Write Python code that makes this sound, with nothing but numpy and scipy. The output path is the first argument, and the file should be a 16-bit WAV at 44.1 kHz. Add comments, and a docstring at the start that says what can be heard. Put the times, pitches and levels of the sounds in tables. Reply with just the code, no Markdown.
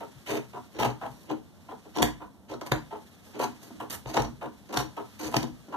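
"""Scissor blades slide open over a soft rustle of denim, then snip through it on a wooden table.
Each stroke snaps threads, scrapes steel on steel and shakes the table top; blades and handles knock,
the table thumps and a hand brushes the cloth. A furnished room adds a short echo and a low room tone.
A camera on the same table widens the stereo by taking a late copy of each microphone port off the other."""
import sys
import numpy as np
from scipy import signal
from scipy.fft import rfft, irfft, next_fast_len
from scipy.io import wavfile
from scipy.ndimage import map_coordinates

SR = 44100
rng = np.random.default_rng(int(sys.argv[2]) if len(sys.argv) > 2 else 0)


def waveform_to_disk(signal):
    """Save audio, clipped to [-1, 1], as 16-bit WAV at the path in sys.argv[1]."""
    frames = np.transpose(np.atleast_2d(signal))
    scaled = np.clip(frames, -1, 1) * 32767
    samples = np.round(scaled).astype(np.int16)
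    wavfile.write(sys.argv[1], SR, samples)


N = 254016


def amp(db):
    """dB to gain."""
    return 10 ** (np.asarray(db) / 20)


def unit(x):
    """x at rms 1."""
    return x / np.sqrt(np.mean(x ** 2) + 1e-20)


def along(points, hz):
    """Read a curve of (f/Hz, value) points on a log axis."""
    f, values = np.transpose(points)
    return np.interp(np.log(hz + 1), np.log(f + 1), values)


def wobble(per_s):
    """A smooth random curve with per_s knots a second."""
    return map_coordinates(rng.standard_normal(int(N * per_s / SR) + 4), [np.arange(N) * per_s / SR])


def filtered(x, response, normalise=False):
    """x through a complex frequency response; normalised, white noise keeps its level."""
    size = next_fast_len(N + SR // 2)
    gain = response(np.fft.rfftfreq(size, 1 / SR))
    if normalise:
        gain = gain / np.sqrt(np.mean(np.abs(gain) ** 2))
    return irfft(rfft(x, size) * gain, size)[..., :N]


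def colour(x, curve):
    """Give x the tone of a smooth EQ curve."""
    return filtered(x, lambda hz: amp(along(curve, hz)), normalise=True)


def ring(x, modes, passes=1):
    """Ring a body's resonances with x; a second pass narrows them."""
    def body(hz):
        return sum((-1) ** k * amp(db) * 1j * hz * width / (centre ** 2 - hz ** 2 + 1j * hz * width)
                   for k, (centre, width, db) in enumerate(modes))
    return filtered(x, lambda hz: body(hz) ** passes, normalise=True)


# Likeness of the two microphone ports: f/Hz, correlation
PORT_LIKENESS = [(60, -0.65), (200, 0.61), (500, 0.71), (1000, 0.58), (2000, -0.22), (4000, 0.15),
                 (8000, 0.067), (13000, 0.16)]
def stereo_noise():
    """White noise, as alike left and right as the ports hear it."""
    def mid_side(hz):
        angle = np.arccos(along(PORT_LIKENESS, hz)) / 2
        return np.array([np.cos(angle), np.sin(angle)])
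    mid, side = filtered(rng.standard_normal((2, N)), mid_side)
    return np.array([mid + side, mid - side])


# Fader ride of the rustle: t/s, level/dB
RUSTLE_RIDE = [(0.0, -51.5), (1.17, -54), (1.43, -58.5), (1.97, -53.5), (2.5, -64), (2.65, -54),
               (3.74, -51), (4.03, -53.5), (4.49, -56.5), (5.258, -49.5), (5.76, -54.5)]
# Tone of the denim: f/Hz, level/dB
DENIM_EQ = [(300, -28.5), (1200, 11), (2800, 11), (4000, 10.5), (6500, 10), (9500, 3.5), (12000, 9),
            (14200, 1), (14700, -51)]
def rustle():
    """Cloth shifts under the hands with a fluttering hiss."""
    times, db = np.transpose(RUSTLE_RIDE)
    ride_db = np.interp(np.arange(N) / SR, times, db) + 1.34 * wobble(59)
    return amp(ride_db) * colour(stereo_noise(), DENIM_EQ)


# Tone of the room's air: f/Hz, level/dB
AIR_EQ = [(25, -28), (50, -12), (90, 12), (130, 1.5), (210, 12.5), (300, 6.5), (450, 0.5), (900, -5),
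          (2000, -21), (6000, -17.5), (14200, -19), (14700, -60)]
def room_tone():
    """A low, nearly steady bed of air."""
    return amp(-52 + 0.17 * wobble(28)) * colour(stereo_noise(), AIR_EQ)


# Every contact feeds six paths: handles, legs, table top, blades, tips, threads.
# Weight on the table, per path: gain/dB for each dB
WEIGHT_SENDS = [0.13, 0.58, 0.54, 0.4, 0.27, 0.26]
# Bite of the steel, per path: gain/dB for each dB
BITE_SENDS = [0.19, 0.18, 0.34, 0.76, 0.61, 1.61]
# Contact at the tips (place +1), reversed at the pivot (place -1), per path: gain/dB
PLACE_SENDS = [4, 14.5, -2, -2, 14, 4]
def sends(db, spread_db, weight_db=0, bite_db=0, place=0):
    """Gain of one contact on each of the six paths."""
    pressure_db = weight_db * np.array(WEIGHT_SENDS) + bite_db * np.array(BITE_SENDS)
    return amp(db + np.array(spread_db) + pressure_db + place * np.array(PLACE_SENDS))


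def stroke(start_s, gains, rise_ms, hold_ms, sag_db_per_ms=0, release_ms=55):
    """Start and force of one rub on the six paths; steel scrapes at once, the wood is loaded later."""
    ms = np.arange(SR // 4) / SR * 1000
    swell = np.clip(ms / max(rise_ms, 1), 0, 1) ** np.array([[1.5], [1.8], [1.8], [1.1], [1.1], [1.1]])
    fade_db = -60 * np.clip(ms - rise_ms - hold_ms, 0, None) / release_ms - sag_db_per_ms * ms
    return start_s, gains[:, None] * swell * amp(fade_db)


# Opening slides: t/s, hold/ms, level/dB, weight/dB, bite/dB
OPENING_CUES = [(0.0, 33, -39, 1.5, 1), (0.529, 46, -39, 1, -3.5), (1.008, 55, -31.5, -13.5, -1.5),
                (1.683, 42, -40, -1.5, 0), (1.847, 12, -53, 13, -3), (2.195, 41, -43.5, -6.5, 0.5),
                (2.904, 49, -36.5, -5, -4), (3.796, 30.6, -37.5, -5.5, 5), (4.409, 45, -34, 0, -2),
                (4.963, 38, -31, -7, -1), (5.719, 38, -33.5, -13, -4)]
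# Mix of a slide, per path: level/dB
OPENING_MIX = [1.5, -1.5, 0, -8, -21, -15.5]
def openings():
    """The blades slide open along the table, pressing less as they part."""
    return [stroke(s, sends(db, OPENING_MIX, *press), rise_ms=5.2, hold_ms=hold, sag_db_per_ms=0.076)
            for s, hold, db, *press in OPENING_CUES]


# Pushes on the table top: t/s, level/dB, push/ms
THUMP_CUES = [(0.162, -23.5, 0.69), (0.3, -20, 0.58), (0.801, -10, 1.3), (0.865, -9, 1.1),
              (1.036, -22, 0.9), (1.102, -21, 0.49), (2.028, -5.5, 0.49), (2.502, -14, 4),
              (2.666, -27, 0.69), (2.721, -1, 0.26), (4.064, -8.5, 1.5), (4.2, -2, 1.43), (4.249, -13, 3.4),
              (4.33, -8, 3.8), (4.779, -6.5, 1.26), (5.368, -6, 0.52)]
# Deepest ring of the table: f/Hz, width/Hz, level/dB
FRAME_MODES = [(126.7, 16.9, 0), (155, 3.6, -6), (58.4, 9.8, -10)]
def thumps(rebound_ratio=2.9):
    """The lower blade or the hand pushes the table, which rebounds more slowly; longer is deeper."""
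    force, ms = np.zeros(N), np.arange(SR // 15) / SR * 1000
    bump = lambda length: ms / length ** 2 * np.exp(1 - ms / length)
    for s, db, push_ms in THUMP_CUES:
        force[round(s * SR):][:len(ms)] += amp(db - 30) * (bump(push_ms) - bump(rebound_ratio * push_ms))
    return ring(force, FRAME_MODES) * amp([[0], [-4]])  # leans left


# Snips: t/s, rise/ms, hold/ms, level/dB, weight/dB, bite/dB, place
CUT_CUES = [(0.257, 22, 93, -31.5, 3, 0, -0.057), (0.733, 7.6, 32, -45.5, 16.5, -8.5, 0.1),
            (0.785, 1.1, 72.2, -22, -9.5, -2, -0.21), (0.878, 3.3, 26, -33, -18, -4.5, -0.019),
            (1.262, 37.7, 23.4, -33.5, 15.5, -19, -0.019), (1.934, 35.6, 61, -27.5, 2, -9, 0.21),
            (2.479, 23.4, 42, -39.5, 3.5, -3.5, 0.15), (2.611, 0.77, 2.1, -25.5, -18, -3.5, 0.24),
            (2.658, 2.1, 15.5, -36, -21, 5.5, 0.052), (3.326, 19, 92, -42.5, 14, -9.5, -0.035),
            (3.389, 4.5, 44, -25.5, -14, 2, 0.06), (3.898, 2, 53, -49, -17, 19, -0.087),
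            (4.059, 7.9, 46, -33, -16, -3, 0.12), (4.126, 15.7, 59, -26.5, 0.5, -3, 0.13),
            (4.239, 3.5, 16, -37.5, 5, -10, 0.31), (4.685, 8.7, 21, -39, 1.5, -8, 0.22),
            (4.724, 5.3, 81, -29, -10.5, 2, 0.35), (5.186, 6.7, 88, -35.5, -5, 2, 0.32),
            (5.3, 23, 40, -39, -4, 4.5, 0.14), (5.421, 3, 5.3, -41, 14.5, 3, 0.25),
            (5.683, 2.4, 54, -48.5, 14.5, -12, -0.031)]
# Mix of a snip, per path: level/dB
CUT_MIX = [-5, -1, -0.5, -6, -6, -8.5]
def cuts():
    """The blades close through the cloth."""
    return [stroke(s, sends(db, CUT_MIX, *press), rise, hold) for s, rise, hold, db, *press in CUT_CUES]


# Blades shutting, handles and tips knocking: t/s, level/dB, weight/dB, bite/dB, place
KNOCK_CUES = [(0.791, -25.5, 25, -1, -0.5), (0.809, -18.5, 0, -3, -0.015), (0.832, -4, -12, 0.5, -0.68),
              (0.851, -22.5, 4.5, -21.5, 0.65), (1.313, -23.5, -15, 7.5, -1),
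              (1.971, -23.5, -10, 12.5, -0.8), (1.985, -13.5, -1, -1, -0.12),
              (2.003, -15.5, 18, -25, -0.12), (2.022, -28.5, 6, 19.5, -0.13),
              (2.027, -3.5, -9, 10.5, -0.42), (2.615, -20.5, 4, -18, -2.3), (2.664, -29, 0, 0, -0.89),
              (2.719, -7, 3, 5.5, -0.57), (3.399, -4.5, 17, -33.5, -1.12), (3.445, -18.5, 4, -11, -0.04),
              (3.708, -31, 9, -44, 0.69), (3.905, -34, -6.5, 16, 0.47), (4.059, -22, 7.5, -7, -0.81),
              (4.147, -37, 10, -6, 0.078), (4.168, -9, -4, -5, -0.026), (4.173, 1.5, -9.5, -6, -0.73),
              (4.22, -38, 14, 16, 0.34), (4.249, -24, -2, -15, 0.23), (4.739, -18.5, -7, 1, -0.58),
              (4.79, -30, -2, 14.5, -0.39), (4.772, -11, -12.5, 10, 0.18), (5.325, -21, -20, -1, -0.78),
              (5.342, -3.5, -14, -2.5, -0.47), (5.357, -9, 4, -24, -0.99), (5.366, -14.5, 5.5, 9.5, 0.29),
              (5.429, -32, 0.5, 9, 0.67), (5.441, -19.5, 3, -19, 0.14), (5.686, -40.5, 35, -30, 0.016)]
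# Mix of a knock, per path: level/dB
KNOCK_MIX = [-8, -10, -13.5, -11, -5.5, -20.5]
def knocks(push_ms=0.1, crack_ms=1.7, lead_ms=7):
    """One smooth push on the wood, then a short, rough steel crack with a softened onset."""
    blows, grit = np.zeros((6, 2, N + SR)), stereo_noise()
    ms = np.arange(SR // 50) / SR * 1000 - lead_ms
    push_age = np.clip(ms + 2, 0, None) / push_ms  # starts 2 ms ahead of the cue
    push_shape = push_age * np.exp(1 - push_age)
    crack_shape = np.exp(-np.abs(ms - 1) / crack_ms)
    for s, db, *press in KNOCK_CUES:
        start = round((s - lead_ms / 1000) * SR)
        span = slice(start, start + len(ms))
        push = rng.choice([-1, 1]) * push_shape * amp(rng.normal(0, 1.5, (3, 2, 1)))
        crack = [crack_shape * grit[:, span]] * 3
        blows[..., span] += sends(db, KNOCK_MIX, *press)[:, None, None] * np.concatenate([push, crack])
    return blows[..., :N]


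# Mix of the chatter, per path: level/dB added to the knock's cue level
SHUDDER_MIX = [-41, -25, -59, -71, -46, -84]
def shudders():
    """The shears chatter faintly after each knock."""
    return [stroke(s, sends(db, SHUDDER_MIX, *press), rise_ms=4.8, hold_ms=61)
            for s, db, *press in KNOCK_CUES]


# Hand sweeps: t/s, hold/ms, level/dB
BRUSH_CUES = [(1.07, 174, -68), (3.239, 56, -65), (3.6, 54, -63)]
# Mix of a sweep, per path: level/dB
BRUSH_MIX = [0, 9, 5.5, 0.5, 9, 11.5]
def brushes():
    """A hand brushes softly over the cloth."""
    return [stroke(s, sends(db, BRUSH_MIX), rise_ms=19, hold_ms=hold) for s, hold, db in BRUSH_CUES]


def slips(per_s=220, decay_ms=1.1):
    """The edge catches at random moments, each catch dying quickly."""
    catches = (rng.random(N) < per_s / SR) * amp(rng.normal(0, 4.5, N))
    return unit(signal.lfilter([1], [1, -np.exp(-1000 / (decay_ms * SR))], catches))


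def friction(strokes):
    """Rubbing noise on the six paths; threads part one by one, so the force is lumpy."""
    power = np.zeros((6, N + SR))
    for s, force in strokes:
        power[:, round(s * SR):][:, :force.shape[1]] += force ** 2
    snaps_db = 1.5 * wobble(300) + 1.2 * wobble(80) + 1.6 * np.array([wobble(110) for _ in range(6)])
    snaps_db[3:] += 1.5 * wobble(500) + 2.2 * wobble(120)  # single threads and bundles
    slip_share = np.array([[0.52], [0.31], [0.26], [0.1], [0.15], [0.16]])
    grain = amp(snaps_db) * (1 - slip_share + slip_share * slips())
    return np.array([np.sqrt(power[path, :N]) * unit(grain[path]) * stereo_noise() for path in range(6)])


# Tone of snapping threads: f/Hz, level/dB
THREAD_EQ = [(4000, -2.5), (7000, 1), (7800, 0), (9500, 2.5), (10800, -1), (12000, 8.5), (13400, -3.5),
             (14300, 1), (14800, -22.5), (16000, -44)]
# Ringing bodies: f/Hz, width/Hz, level/dB
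LEG_MODES = [(230, 35, 2), (248.9, 20, 5), (309.6, 27.6, 4.5)]  # rails and legs
TOP_MODES = [(355.5, 51, -2.5), (419, 56, 4), (500.4, 133, 2), (605, 187, -2)]  # table top
HANDLE_MODES = [(699, 38, 5), (848, 74, 2), (952, 56, 6), (1116, 79, -2.5), (1327, 76, -1.5),
                (1426, 77, -3.5), (1480, 86, -6), (1785, 140, -25)]  # hollow ring of the shears on wood
BLADE_MODES = [(1753, 1030, -2), (2840, 1120, 4.5), (3457, 990, 0.5), (3740, 195, 0.5)]  # low ring of the steel
TIP_MODES = [(3990, 490, 5.5), (4220, 480, 6.5), (4610, 140, 8.5), (5770, 700, 0.5), (5980, 250, 10.5),
             (6390, 430, -3.5), (6860, 160, 4.5)]  # high ring of the steel
def scissors(rubs, blows, grip_shift=0.036, grip_per_s=9, low_cut_hz=43.5):
    """Rubs and blows sound the threads, the wood and the shears, whose ring shifts with the grip."""
    handles, legs, top, blades, tips, threads = range(6)
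    sound = colour(rubs[threads] + blows[threads], THREAD_EQ)
    sound += ring(amp(-15) * rubs[legs], FRAME_MODES, passes=2)
    for path, modes in ((legs, LEG_MODES), (top, TOP_MODES)):
        # rubbing sets the wood ringing narrow; a blow starts it at once
        sound += ring(rubs[path], modes, passes=2) + ring(blows[path], modes)
    for path, modes in ((handles, HANDLE_MODES), (blades, BLADE_MODES), (tips, TIP_MODES)):
        grip = np.pi / 4 * (1 + np.tanh(2 * wobble(grip_per_s)))  # crossfades a flat and a sharp tuning
        for fade, pitch in ((np.cos(grip), 1 - grip_shift), (np.sin(grip), 1 + grip_shift)):
            sound += ring(fade * (rubs[path] + blows[path]), np.array(modes) * [pitch, 1, 1])
    # the shears are too light to move the table in the deep bass
    return filtered(sound, lambda hz: (1j * hz / (low_cut_hz + 1j * hz)) ** 3)


# Decay of the furnished room: f/Hz, t60/s
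ROOM_DECAY = [(60, 0.6), (130, 0.16), (300, 0.18), (1000, 0.24), (4000, 0.27), (12000, 0.19)]
# Tone of the echo: f/Hz, level/dB
ECHO_EQ = [(60, 10), (250, -4.5), (1000, 0.5), (4000, -6.5), (12000, -3.5)]
def echo(x, predelay_samples=200):
    """A short room echo, drawn afresh every quarter second so no single pitch rings on."""
    wet, step = np.zeros((2, N + SR)), SR // 4
    for start in range(0, N, step):
        hz, t, noise = signal.stft(rng.standard_normal((2, SR * 2 // 5)), SR, nperseg=512)
        decay = amp(-60 * t / along(ROOM_DECAY, hz)[:, None])
        decay *= amp(along(ECHO_EQ, hz))[:, None] / np.linalg.norm(decay, axis=1, keepdims=True)
        tail = signal.istft(noise * decay, SR, nperseg=512)[1] / 16
        answer = signal.fftconvolve(x[:, start:start + step], tail, axes=1)
        wet[:, start + predelay_samples:][:, :answer.shape[1]] += answer
    return wet[:, :N]


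# Balance of the ports: f/Hz, left above right/dB
PORT_BALANCE = [(60, -16.5), (125, 6), (250, -0.1), (1000, 1), (2500, -4), (6000, -3), (13000, -5.5)]
def scene():
    """The mix at the two ports; the left one lies in the camera's shadow for treble."""
    rubs = friction(openings() + cuts() + shudders() + brushes())
    snipping = scissors(rubs, knocks())
    mix = snipping + echo(snipping) + thumps() + rustle() + room_tone()
    return filtered(mix, lambda hz: amp(along(PORT_BALANCE, hz) * np.array([[0.5], [-0.5]])))


# Stereo widener: f/Hz, gain of the late copy
CROSSFEED = [(200, 0.036), (700, 1), (1200, 0.68), (2500, 0.73), (3800, 0.6), (6000, 0.15), (9000, 0.3),
             (12000, 0.29), (14000, 0.14)]
# Tone of the microphone: f/Hz, level/dB
MIC_EQ = [(25, -23.5), (60, 0), (14300, -11.5), (14900, -38), (15700, -23)]
def record(dry):
    """Each channel loses a late share of the other port, the right one less; then the band is limited."""
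    port_travel_ms, top_hz = 0.4072, 15741
    late = lambda hz: along(CROSSFEED, hz) * np.exp(-2j * np.pi * hz * port_travel_ms / 1000)
    wide = dry - filtered(dry[::-1], late) * [[1], [0.8]]
    return filtered(wide, lambda hz: amp(along(MIC_EQ, hz)) * (hz < top_hz))


dry = scene()
out = record(dry)
waveform_to_disk(out)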